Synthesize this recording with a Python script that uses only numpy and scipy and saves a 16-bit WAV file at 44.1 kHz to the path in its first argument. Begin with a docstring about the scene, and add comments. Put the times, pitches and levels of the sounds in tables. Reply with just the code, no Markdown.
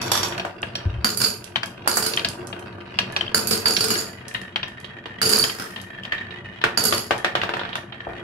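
"""Wooden marble run with catch tray

Glass marbles circle a wooden funnel and wind down grooved wooden tracks, close by in a small live room.
Rolling is a dense patter of contacts shaking funnel, tracks and stand; knocks are noisy cracks plus board rings.
Groove and tray hits add short swelling tones, glass ticks thin high clicks, soft bumps and a drop low booms.
Marbles leaving the run drop into a hard tray to the right: bounces ring its modes, a dense chatter fills in.
"""
import sys
import numpy as np
from scipy import signal
from scipy.fft import rfft, irfft
from scipy.io import wavfile
from scipy.ndimage import uniform_filter1d

SR = 44100
rng = np.random.default_rng(int(sys.argv[2]) if len(sys.argv) > 2 else 0)


def dump(signal):
    """Clip the signal to [-1, 1] and save it as 16-bit WAV at the path in sys.argv[1]."""
    limited = np.clip(np.atleast_2d(signal).T, -1, 1)
    pcm = np.round(limited * 32767).astype(np.int16)
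    wavfile.write(sys.argv[1], SR, pcm)


N = 362929
SIZE = 4096  # samples in a response or strike
TIME = np.arange(N) / SR
FREQ = np.maximum(np.arange(SIZE // 2 + 1) * SR / SIZE, 1)

# All event levels are relative within their layer.
# Marble strikes a board: t/s, level/dB, lows/dB, upper mids/dB, treble/dB (nominal, re mids), left-right/dB
SIDE_KNOCKS = [(0.379, -24, 1, -13, -11, -4), (0.397, -22, 11, 3, -13, -1),
               (0.6294, -20.5, 6, -6, -51, -0.5), (0.7536, -22, 6, 6.5, -3, -2),
               (1.632, -20.5, -4.5, -12, -14, 1.5), (2.1362, -23.5, -5, 6, -3, -4),
               (2.2469, -16, -2.5, 2, -9, 2), (2.528, -28.5, -1, -1, -46, 6),
               (2.988, -12.5, -4.5, -3, -15.5, 1), (3.1635, -16, 0, -2.5, -15, -2),
               (3.7661, -14.5, -14, 8, -1, -8), (3.954, -22.5, -16, -9, -8, 2),
               (4.6303, -21.5, -1.5, 1, -27, 2.5), (2.1945, -23, -3, -1, -20, 3)]
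FRONT_KNOCKS = [(4.347, -20.5, -11, -4.5, -29, 4), (4.844, -32, 7, 8, -8.5, -8),
                (5.057, -28, 9.5, -2, -19, -2), (5.7614, -28, 1, -2, -17, 4), (5.777, -35, 5, -7, -26, 6),
                (5.799, -36, -17, 0, -16, 3), (6.121, -17.5, -12, -11.5, -26, -1.5),
                (6.18, -34, -12, 12, -19, 3), (6.211, -30, -16, -25, -35, -3),
                (6.307, -33.5, -7, 0, -25, -4), (7.69, -31, 8, -2, -19, -4), (7.7296, -27, 8, 6.5, -25, -2),
                (7.923, -31, 2, -2, -41, -5), (8.004, -31, -3.5, -9, -30, 3)]
FUNNEL_KNOCKS = [(0.3231, -28, -1, -1, -48, 3), (0.4497, -23, 9.5, -9, -11.5, 2),
                 (6.615, -29, -2, 4, -20, 1), (6.6394, -11, -0.5, -6, -16, -1.5),
                 (6.9245, -15, 3.5, -2, -9, 1), (7.1085, -13, 3.5, -7.5, -19, 1.5),
                 (7.2455, -14.5, -2, -6.5, -18, 0), (7.3524, -15.5, 0, -2, -18, -1),
                 (7.4154, -21.5, -29, -7, -25, 1), (7.434, -20, 6, -2, -15, 0),
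                 (7.492, -21.5, 3, -6, -20, 1), (7.5374, -21.5, 3, -3.5, -20, -0.5),
                 (7.5681, -25, -1, -16, -18, -6), (7.5936, -25.5, 5, 7, -24, 0),
                 (7.614, -28, 3, -7, -24, -1), (7.634, -30, 1, -3, -32, 2), (7.651, -28, 2, -4, -28, -3),
                 (7.7548, -22.5, 5, 2.5, -15, 0), (8.069, -26.5, 26, -26, -32, 4),
                 (8.094, -36, 32, -22, -27, 4)]
# Square hit on a groove wall: t/s, level/dB, board knock re clack/dB, knock treble/dB, left-right/dB
CLACKS = [(1.558, -19.5, 0, -21, 9), (2.1732, -21.5, -0.5, -18, 4), (3.2094, -20, -6.5, -16, 9),
          (3.279, -30.5, -18, -30, 8), (4.5591, -25, 3.5, -23.5, 5), (5.439, -23, -1, -7, 5.5),
          (5.497, -35, 7, -19, 5), (6.0345, -39, 0, -8, 4), (6.051, -36.5, 2, -16, 6)]
# Chatter in the tray, then in its corner: t/s, level/dB, hold/s, fade/(dB/s)
TRAY_SETTLE = [(1.07, -24, 0.0081, 157), (1.197, -19, 0.038, 194), (1.883, -21, 0.022, 75),
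               (3.368, -18.5, 0.009, 129), (3.515, -24, 0.041, 172), (3.675, -20.5, 0.067, 96),
               (3.818, -26.5, 0.18, 200), (5.216, -19, 0.22, 197), (6.785, -22.5, 0.16, 145)]
CORNER_SETTLE = [(5.545, -32, 0.035, 100), (5.597, -30, 0.026, 320)]
# Board resonances, nominal: f/Hz, width/Hz, level over broad spectrum/dB
FUNNEL_MODES = [(352.6, 42.5, 13.9), (445, 63, 10.1), (569, 63, 11.2), (690, 210, 10.2), (957, 90, 12.3),
                (1186, 124, 11.1), (1522, 260, 12.9), (1880, 110, 6.5), (2690, 290, 9.3), (3370, 62, 3)]
SIDE_MODES = [(676, 45, 9.6), (1672, 45, 12), (2520, 120, 7.5), (2813, 260, 9.9), (3194, 85, 12.2),
              (3785, 160, 8.3), (4324, 220, 11), (4790, 130, 14.3), (5600, 48, 17)]
FRONT_MODES = [(1843, 146, 14.6), (2440, 180, 6), (2860, 86, 9), (3154, 110, 12.8), (3796, 78, 12.2),
               (4450, 89, 7.3)]


def undb(db):
    """Decibels to gain."""
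    return 10 ** (np.asarray(db) / 20)


def level(x, db):
    """Scale to an rms level."""
    return x * undb(db) / np.sqrt(np.mean(x ** 2))


def sides(pan_db):
    """Left and right gains of equal total power; pan_db is left minus right."""
    return level(undb(np.array([[pan_db], [-pan_db]]) / 2), 0)


def together(*gains):
    """Unrelated shakes add in power."""
    return np.sqrt(sum(g ** 2 for g in gains))


def body(colour, modes=()):
    """Causal response of a body: a broad spectrum with steep resonances standing on it."""
    hz, db = np.transpose(colour)
    peaks = 1 + sum(undb(2 * d) / (1 + (2 * (FREQ - f) / w) ** 2) ** 2 for f, w, d in modes)
    broad = undb(np.interp(np.log(FREQ), np.log(hz), db))
    # folding the cepstrum makes the response minimum-phase
    cepstrum = irfft(np.log(broad * np.sqrt(peaks)))
    cepstrum[1:SIZE // 2] *= 2
    cepstrum[SIZE // 2 + 1:] = 0
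    return irfft(np.exp(rfft(cepstrum)))


def spot(modes, vary_db, detune=0.0022):
    """Another contact place stirs the same resonances more or less strongly and loads them differently."""
    return [(f * (1 + detune * rng.standard_normal()), w, d + vary_db * rng.standard_normal())
            for f, w, d in modes]


def through(x, response):
    """Pass both channels through a response."""
    return signal.fftconvolve(x, np.atleast_2d(response), axes=1)[:, :x.shape[1]]


def room(x, wet_db):
    """Add the walls' diffuse tail, which builds up after a short gap."""
    # Room decay: f/Hz, t60/s
    decays = [(150, 0.29), (600, 0.43), (2000, 0.26), (5000, 0.27), (12000, 0.27)]
    hz, t60_s = np.transpose(decays)
    t = TIME[:SR // 2]
    noise = rfft(rng.standard_normal((2, len(t))))
    log_f = np.log(np.maximum(np.arange(noise.shape[1]) * SR / len(t), 1))
    tail = 0
    for band, decay_s in zip(np.eye(len(hz)), t60_s):
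        band_noise = irfft(noise * np.interp(log_f, np.log(hz), band), len(t))
        tail = tail + band_noise * undb(-60 * t / decay_s)
    gap_s, build_s = 0.004, 0.0091
    tail = tail * np.clip((t - gap_s) / build_s, 0, 1)
    return x + through(x, level(tail, wet_db) / np.sqrt(len(t)))


def contact(t60_s, scatter_db, push_s=0.0099):
    """A brief push as the marble seats, plus reflections inside the object, different toward each side."""
    t = TIME[:SIZE]
    rise_s = 0.0008
    push = level(rng.standard_normal((2, SIZE)) * undb(-60 * t / push_s), 0)
    reflections = level(rng.standard_normal((2, SIZE)) * undb(-60 * t / t60_s), scatter_db)
    return (push + reflections) * np.clip(t / rise_s, 0, 1) / np.sqrt(SIZE)


def add(out, s, sound, db, pan_db):
    """Mix in one strike; its level is that of its first moments."""
    strike_s = 0.016
    first = np.sqrt(np.mean(sound[:, :int(strike_s * SR)] ** 2, axis=1, keepdims=True))
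    i = max(int(s * SR), 0)
    out[:, i:i + SIZE] += (sound / first * undb(db) * sides(pan_db))[:, :N - i]


def burst(s, db, hold_s, fade_db_per_s):
    """Envelope of a chatter: quick attack, hold, steady fade."""
    attack_s = 0.0093
    t = TIME - s
    return np.clip(t / attack_s, 0, 1) * undb(db - abs(fade_db_per_s) * np.maximum(t - hold_s, 0))


def patter(rate_hz, spread_db, t60_s, shared):
    """Countless small contacts of uneven size, each a brief noisy shake; shared is the common power."""
    sizes = undb(spread_db * np.clip(rng.standard_normal(N), -2, 2))
    hits = (rng.random(N) < rate_hz / SR) * sizes
    # -120 in undb is 60 dB of power
    power = signal.lfilter([1], [1, -undb(-120 / (t60_s * SR))], hits ** 2)
    common = np.sqrt(shared) * rng.standard_normal(N)
    separate = np.sqrt(1 - shared) * rng.standard_normal((2, N))
    return np.sqrt(power) * (common + separate)


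def travel(x, colour, modes, rate_hz, vary_db, detune, count=6):
    """A moving marble passes from one spot to the next, so the ring it stirs keeps shifting."""
    stay = int(SR / rate_hz)
    places = np.repeat(rng.integers(count, size=N // stay + 1), stay)[:N]
    out = 0
    for k in range(count):
        presence = uniform_filter1d(1. * (places == k), stay // 2)
        out = out + through(x * presence, body(colour, spot(modes, vary_db, detune)))
    return out


def booms():
    """Soft bumps and a marble's drop make short low booms: decaying sines."""
    # t/s, level/dB, f/Hz, t60/s
    low_booms = [(.856, -13, 93, 0.16), (0.86, -33, 273, 0.1), (0.863, -25, 59.6, 0.4),
                 (0.929, -25, 113, 0.33), (0.975, -20.5, 67.6, 0.17), (8.075, -40.5, 60.3, 0.38),
                 (8.07, -42, 119, 0.37)]
    rise_s = 0.0058
    out = np.zeros(N)
    for s, db, hz, t60_s in low_booms:
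        t = np.maximum(TIME - s, 0)
        out += undb(db - 60 * t / t60_s) * (1 - np.exp(-t / rise_s)) * np.sin(2 * np.pi * hz * t)
    return out * undb(4.5)


def jolts(table, jolt_db):
    """Rough running after each knock, at a level relative to the knock."""
    return together(*(burst(s, db + jolt_db, hold_s=0.0097, fade_db_per_s=136) for s, db, *_ in table))


def shaking(share):
    """How hard stand, funnel and tracks shake: each from its own marbles and from its neighbours."""
    # Marbles winding down the tracks: t/s, level/dB
    track_roll = [(0, -31.5), (.55, -37), (.75, -31), (.95, -32.5), (1.45, -38), (1.75, -35), (2.2, -27),
                  (2.42, -64), (2.6, -35.5), (3.3, -27), (3.9, -29.5), (4.15, -35), (4.75, -38),
                  (5.1, -36.5), (5.7, -38), (6.25, -35.5), (6.55, -37), (7.87, -42)]
    # Marbles circling the funnel, one table per stay: t/s, level/dB
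    funnel_stays = [
        [(0, -25.5), (.36, -29), (.56, -41), (.95, -51), (1.45, -46), (1.8, -53), (2.2, -33.5), (2.5, -31),
         (3.3, -51)],
        [(7.42, -68), (7.58, -36), (7.7, -42), (7.85, -44), (8.04, -41), (8.1, -33.5), (8.23, -33)],
    ]
    winding = undb(np.interp(TIME, *np.transpose(track_roll)))
    circling = together(*(undb(np.interp(TIME, *np.transpose(stay), left=-120, right=-120))
                          for stay in funnel_stays))
    track_jolts = jolts(SIDE_KNOCKS + FRONT_KNOCKS + CLACKS, jolt_db=-11)
    funnel_jolts = jolts(FUNNEL_KNOCKS, jolt_db=-12.5)
    chatter = together(*(burst(*row) for row in TRAY_SETTLE + CORNER_SETTLE))

    # undb factors below: coupling from the neighbours
    track = together(winding, track_jolts, chatter * undb(-30),
                     together(circling, funnel_jolts) * undb(-3))
    funnel = together(circling, funnel_jolts, winding * undb(-3.5), chatter * undb(-8.5))
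    side_to_stand_db, front_to_stand_db = -10.5, -13.5  # the side track bears harder on the stand
    bearing_db = (1 - share) * side_to_stand_db + share * front_to_stand_db
    rumble_db = -43.5  # steady, under everything
    stand = together(undb(rumble_db), circling * undb(-10), winding * undb(bearing_db),
                     together(track_jolts, funnel_jolts) * undb(-7.5), chatter * undb(-15.5))
    return stand, funnel, track


def rolling():
    """Marbles ride over the wood grain and shake the funnel, the tracks and the stand beneath."""
    # Marbles leave the side track while new ones enter the front track: from/s, to/s
    handover_s = [3.85, 4.75]
    # Broad spectra: f/Hz, level/dB
    funnel_colour = [(120, -16.5), (280, 3.5), (600, -5.5), (1300, -8), (2200, -15), (3500, -47.5),
                     (5500, -36), (11500, -36), (15000, -68.5)]
    track_colour = [(400, -1.5), (1200, -2), (2000, 1), (3200, -8), (4500, -17), (6000, -25),
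                    (11500, -37.5), (15000, -63.5)]
    stand_colour = [(20, -46.5), (50, -4), (90, 0.5), (130, 3.5), (160, -7.5), (220, -1), (320, -7),
                    (600, -19.5), (3000, -60.5), (15000, -74.5)]
    # f/Hz, width/Hz, level over broad spectrum/dB
    stand_modes = [(95, 8, 11.6), (128.7, 66, 6.1), (186.4, 32, 15.7), (240.6, 12, 12)]
    share = np.interp(TIME, handover_s, [0, 1])
    stand_gain, funnel_gain, track_gain = shaking(share)
    stand_patter = patter(rate_hz=260, spread_db=-2.5, t60_s=0.019, shared=0.93)
    stand = through(stand_patter, body(stand_colour, stand_modes))
    funnel_patter = patter(rate_hz=450, spread_db=3.0, t60_s=0.017, shared=0.22)
    funnel = through(funnel_patter, body(funnel_colour, FUNNEL_MODES))
    grain = patter(rate_hz=480, spread_db=8.5, t60_s=0.026, shared=0.05)
    side = travel(grain, track_colour, SIDE_MODES, rate_hz=14, vary_db=3.5, detune=0.02)
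    front = travel(grain, track_colour, FRONT_MODES, rate_hz=22, vary_db=2.7, detune=0.023)
    track = (1 - share) * level(side, -12.5) + share * level(front, -4.0)
    boards = level(funnel, -6.0) * funnel_gain + track * track_gain
    return (room(boards, wet_db=-8.0) + level(stand, -1.77) * stand_gain) * sides(pan_db=-0.3)


def ticks():
    """Glass on glass is over in an instant: a thin, high click."""
    # t/s, level/dB
    glass_ticks = [(0.284, -39), (0.619, -44.5), (1.442, -37.5), (1.659, -39.5), (2.164, -32.5),
                   (2.2869, -29.5), (2.471, -39), (2.5941, -48), (3.123, -45), (4.282, -38), (4.341, -43.5),
                   (4.415, -46.5), (4.681, -50), (4.8014, -50), (5.815, -43.5), (7.18, -40.5),
                   (7.7548, -40.5)]
    # f/Hz, level/dB
    tick_colour = [(1000, -16.5), (3500, -1), (5500, 3.5), (8000, -0.5), (11000, 3), (13000, -13),
                   (16000, -27)]
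    out = np.zeros((2, N))
    glass = body(tick_colour)
    for s, db in glass_ticks:
        click = contact(t60_s=0.07, scatter_db=-7.5, push_s=0.0048)
        add(out, s, through(click, glass), db, pan_db=-9)
    return room(out, wet_db=-5.5)


def knocks(table, modes, smear_s, scatter_db, ring_db, **push):
    """Each board has its own short ring; harder contacts reach higher."""
    out = np.zeros((2, N))
    for s, db, body_db, edge_db, snap_db, pan_db in table:
        colour = [(70, body_db - 15.0), (250, body_db - 6.0), (800, body_db), (1800, 0.0028),
                  (3600, edge_db), (7000, snap_db - 6.0), (15000, snap_db - 19)]
        wood = body(colour)
        crack = through(contact(smear_s, scatter_db, **push), wood)
        # the blow itself starts the resonances, so they ring out cleanly under the crack
        ring = np.array([body(colour, spot(modes, vary_db=4.0)) - wood for _ in range(2)])
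        # the board radiates unevenly; its ring reaches the right microphone later
        ring[1] = np.roll(ring[1], rng.integers(4, 24))
        add(out, s, crack + undb(ring_db) * ring, db, pan_db)
    return out


def ping(hz, rise_s):
    """One resonance that swells and is gone in milliseconds, a little later at the right microphone."""
    max_lag_s = 0.0001
    t = np.maximum(TIME[:SIZE] - np.array([[0], [rng.uniform(0, max_lag_s)]]), 0)
    varied_hz = hz * (1 + 0.0073 * rng.standard_normal())
    return t / rise_s * np.exp(-t / rise_s) * np.sin(2 * np.pi * varied_hz * t)


def clacks():
    """Square hits on a groove wall: one high resonance over a knock of the board."""
    out = np.zeros((2, N))
    board = []
    for s, db, wood_db, snap_db, pan_db in CLACKS:
        add(out, s, ping(hz=3122, rise_s=0.0015), db, pan_db)
        board.append((s, db + wood_db, -1.5, -1.5, snap_db, pan_db / 2))
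    wood = knocks(board, SIDE_MODES, smear_s=0.08, scatter_db=13.5, ring_db=8.0)
    return room(out, wet_db=-13.5) + room(wood, wet_db=-11)


def woodwork():
    """Thin tracks click; the thick funnel block gives a fuller clack; landings thud."""
    # Marble lands in the tray: columns as SIDE_KNOCKS
    landings = [(1.0446, -20, 3, -7, -26, -1), (1.859, -32, 20, 5, -13.5, -24), (1.875, -15, 8.5, -6, 0, 1),
                (1.9702, -16.5, 2, -29, 6, -3.5), (3.3456, -18.5, 3.5, -23, -1.5, 0),
                (3.6579, -20.5, 5, 2, -28.5, -2.5), (5.2156, -20.5, 1, -3, 1, -2),
                (6.7746, -21, 6, -18, 3, -6)]
    # f/Hz, width/Hz, level over broad spectrum/dB
    landing_modes = [(1450, 640, 21)]
    side = knocks(SIDE_KNOCKS, SIDE_MODES, smear_s=0.059, scatter_db=13.0, ring_db=14.5)
    front = knocks(FRONT_KNOCKS, FRONT_MODES, smear_s=0.1, scatter_db=13.5, ring_db=12.5)
    block = knocks(FUNNEL_KNOCKS, FUNNEL_MODES, smear_s=0.11, scatter_db=3.0, ring_db=-1.5, push_s=0.028)
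    thuds = knocks(landings, landing_modes, smear_s=0.13, scatter_db=14.0, ring_db=2.5)
    tracks = room((side + front) * undb(-2.73), wet_db=-8.5)
    return tracks + room(block * undb(-1.5) + thuds * undb(-0.5), wet_db=-7.0)


def pings():
    """Tray hits sound its main resonance as a short swelling tone, often over a bounce."""
    # t/s, level/dB
    tray_pings = [(1.0446, -19), (1.2179, -28), (1.2462, -32), (1.9789, -30), (3.3455, -22), (3.373, -25),
                  (3.534, -28), (3.6562, -19.5), (3.6663, -19.5), (3.7235, -26), (3.7473, -25),
                  (5.3337, -16), (5.36, -19), (5.395, -17), (5.4265, -19), (6.7732, -21.5), (6.8037, -27.5),
                  (6.8874, -31)]
    out = np.zeros((2, N))
    for s, db in tray_pings:
        add(out, s, ping(hz=4628, rise_s=0.0018), db, pan_db=-7.5)
    return room(out, wet_db=-9.0)


def rattle(bounces, settles, colour, modes):
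    """Hard bounces ring the part they strike; quick small ones fill in as the marble settles."""
    out = np.zeros((2, N))
    for s, db, bright_db in bounces:
        hardness = body([(4800, 0), (7000, bright_db / 2), (9000, bright_db + 6.5)])
        push = through(contact(t60_s=0.064, scatter_db=3.5, push_s=0.015), hardness)
        add(out, s, through(push, body(colour, spot(modes, vary_db=2.0))), db, pan_db=-2.0)
    settling = together(*(burst(*row) for row in settles))
    contacts = patter(rate_hz=130, spread_db=4.0, t60_s=0.016, shared=0.047)
    small = travel(contacts, colour, modes, rate_hz=42, vary_db=2.5, detune=0.014)
    return out + settling * level(small, -0.43)


def tray():
    """The tray's floor, rim and corner ring at different pitches; the run shades their treble to the left."""
    # Bounces: t/s, level/dB, brightness/dB
    floor_bounces = [(1.0446, -13, -7.5), (1.1725, -20, 6), (1.2167, -19.5, -4), (1.238, -22.5, -17),
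                     (1.2631, -27, -1), (1.8759, -17.5, 2.5), (1.9574, -23.5, 2), (1.9694, -22.5, -6),
                     (2.0244, -20, -4), (2.0628, -17, -6.5), (3.3449, -13.5, -2), (3.471, -19.5, 6),
                     (3.5094, -14, -5), (3.6577, -14.5, -5.5), (3.8068, -13.5, -8), (3.8402, -17, -7),
                     (3.9039, -15, -4.5), (5.2156, -16.5, -2), (5.227, -18, -6.5), (5.2526, -17, -7),
                     (5.2923, -18, 0), (5.3252, -17, -4.5), (5.3858, -20, 3.5), (6.7745, -13, -6),
                     (6.837, -20, 3), (6.8522, -14, -2.5)]
    rim_bounces = [(.079, -28, -20), (.1165, -12, -4), (.153, -17.5, -9), (.175, -19, -9),
                   (.231, -17.5, -8)]
    corner_bounces = [(5.597, -24.5, -12)]
    # Chatter on the rim: t/s, level/dB, hold/s, fade/(dB/s)
    rim_settle = [(-.01, -21.5, 0.012, 173), (0.116, -34, 0.085, 107)]
    # Broad spectra: f/Hz, level/dB
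    tray_colour = [(50, -18), (100, -10.5), (400, -1.5), (1200, -6), (2200, -11.5), (3000, -10.5),
                   (3550, -10), (4200, -6), (5000, -4.5), (7500, -12.5), (11000, -10), (14500, -17),
                   (16000, -26.5)]
    rim_colour = [(80, -49), (400, -5), (1000, 8), (2500, -10), (5000, -3.5), (9000, -15.5), (12500, -16.5),
                  (15000, -34)]
    # Resonances, nominal: f/Hz, width/Hz, level over broad spectrum/dB
    floor_modes = [(217, 60, 12.5), (443, 53, 11), (1400, 320, 13.5), (2890, 150, 5), (4330, 380, 6),
                   (4639, 96, 24), (4824, 97, 13), (5110, 340, 9), (6780, 320, 13.5), (8210, 170, 10.5),
                   (9740, 310, 9.5), (10500, 140, 9), (11310, 250, 9.5)]
    rim_modes = [(3450, 420, 9.5), (4580, 160, 11), (5650, 280, 13.5), (7050, 900, 6), (9700, 450, 4),
                 (10600, 250, 8), (11500, 250, 7), (12300, 500, 4)]
    corner_modes = [(217, 84, 11), (443, 72, 11.3), (1380, 460, 17), (1870, 200, 8.8), (4950, 200, 1),
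                    (5130, 150, 8.1), (9700, 300, 10)]
    out = rattle(floor_bounces, TRAY_SETTLE, tray_colour, floor_modes)
    out += rattle(rim_bounces, rim_settle, rim_colour, rim_modes)
    out += rattle(corner_bounces, CORNER_SETTLE, tray_colour, corner_modes)
    left = body([(400, 2.0), (1300, -8.0), (2400, 5.5), (4600, -4.5), (8000, -3.5), (10500, -11.5),
                 (13500, -0.5)])
    right = body([(400, -6.0), (1300, -6.0), (2400, 0.5), (4600, -1.5), (8000, 2.5), (10500, 3.0),
                  (13500, 2.0)])
    return room(through(out, [left, right]) * undb(-1.5), wet_db=-1.0)


def scene():
    """The whole run at once; long waves reach both microphones nearly alike, a little stronger on the left."""
    sound = booms() + rolling() + ticks() + clacks() + woodwork() + pings() + tray()
    bass = signal.sosfiltfilt(signal.butter(1, 498, "low", fs=SR, output="sos"), sound)
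    shared = bass.mean(axis=0) * sides(pan_db=2.5)
    return sound + 0.74 * (shared - bass)


def record(dry):
    """The recorder clips at full scale and cuts the top."""
    top_hz = 15600
    return signal.sosfilt(signal.ellip(8, .2, 70, top_hz, fs=SR, output="sos"), np.clip(dry, -1, 1))


dry = scene()
out = record(dry)
dump(out)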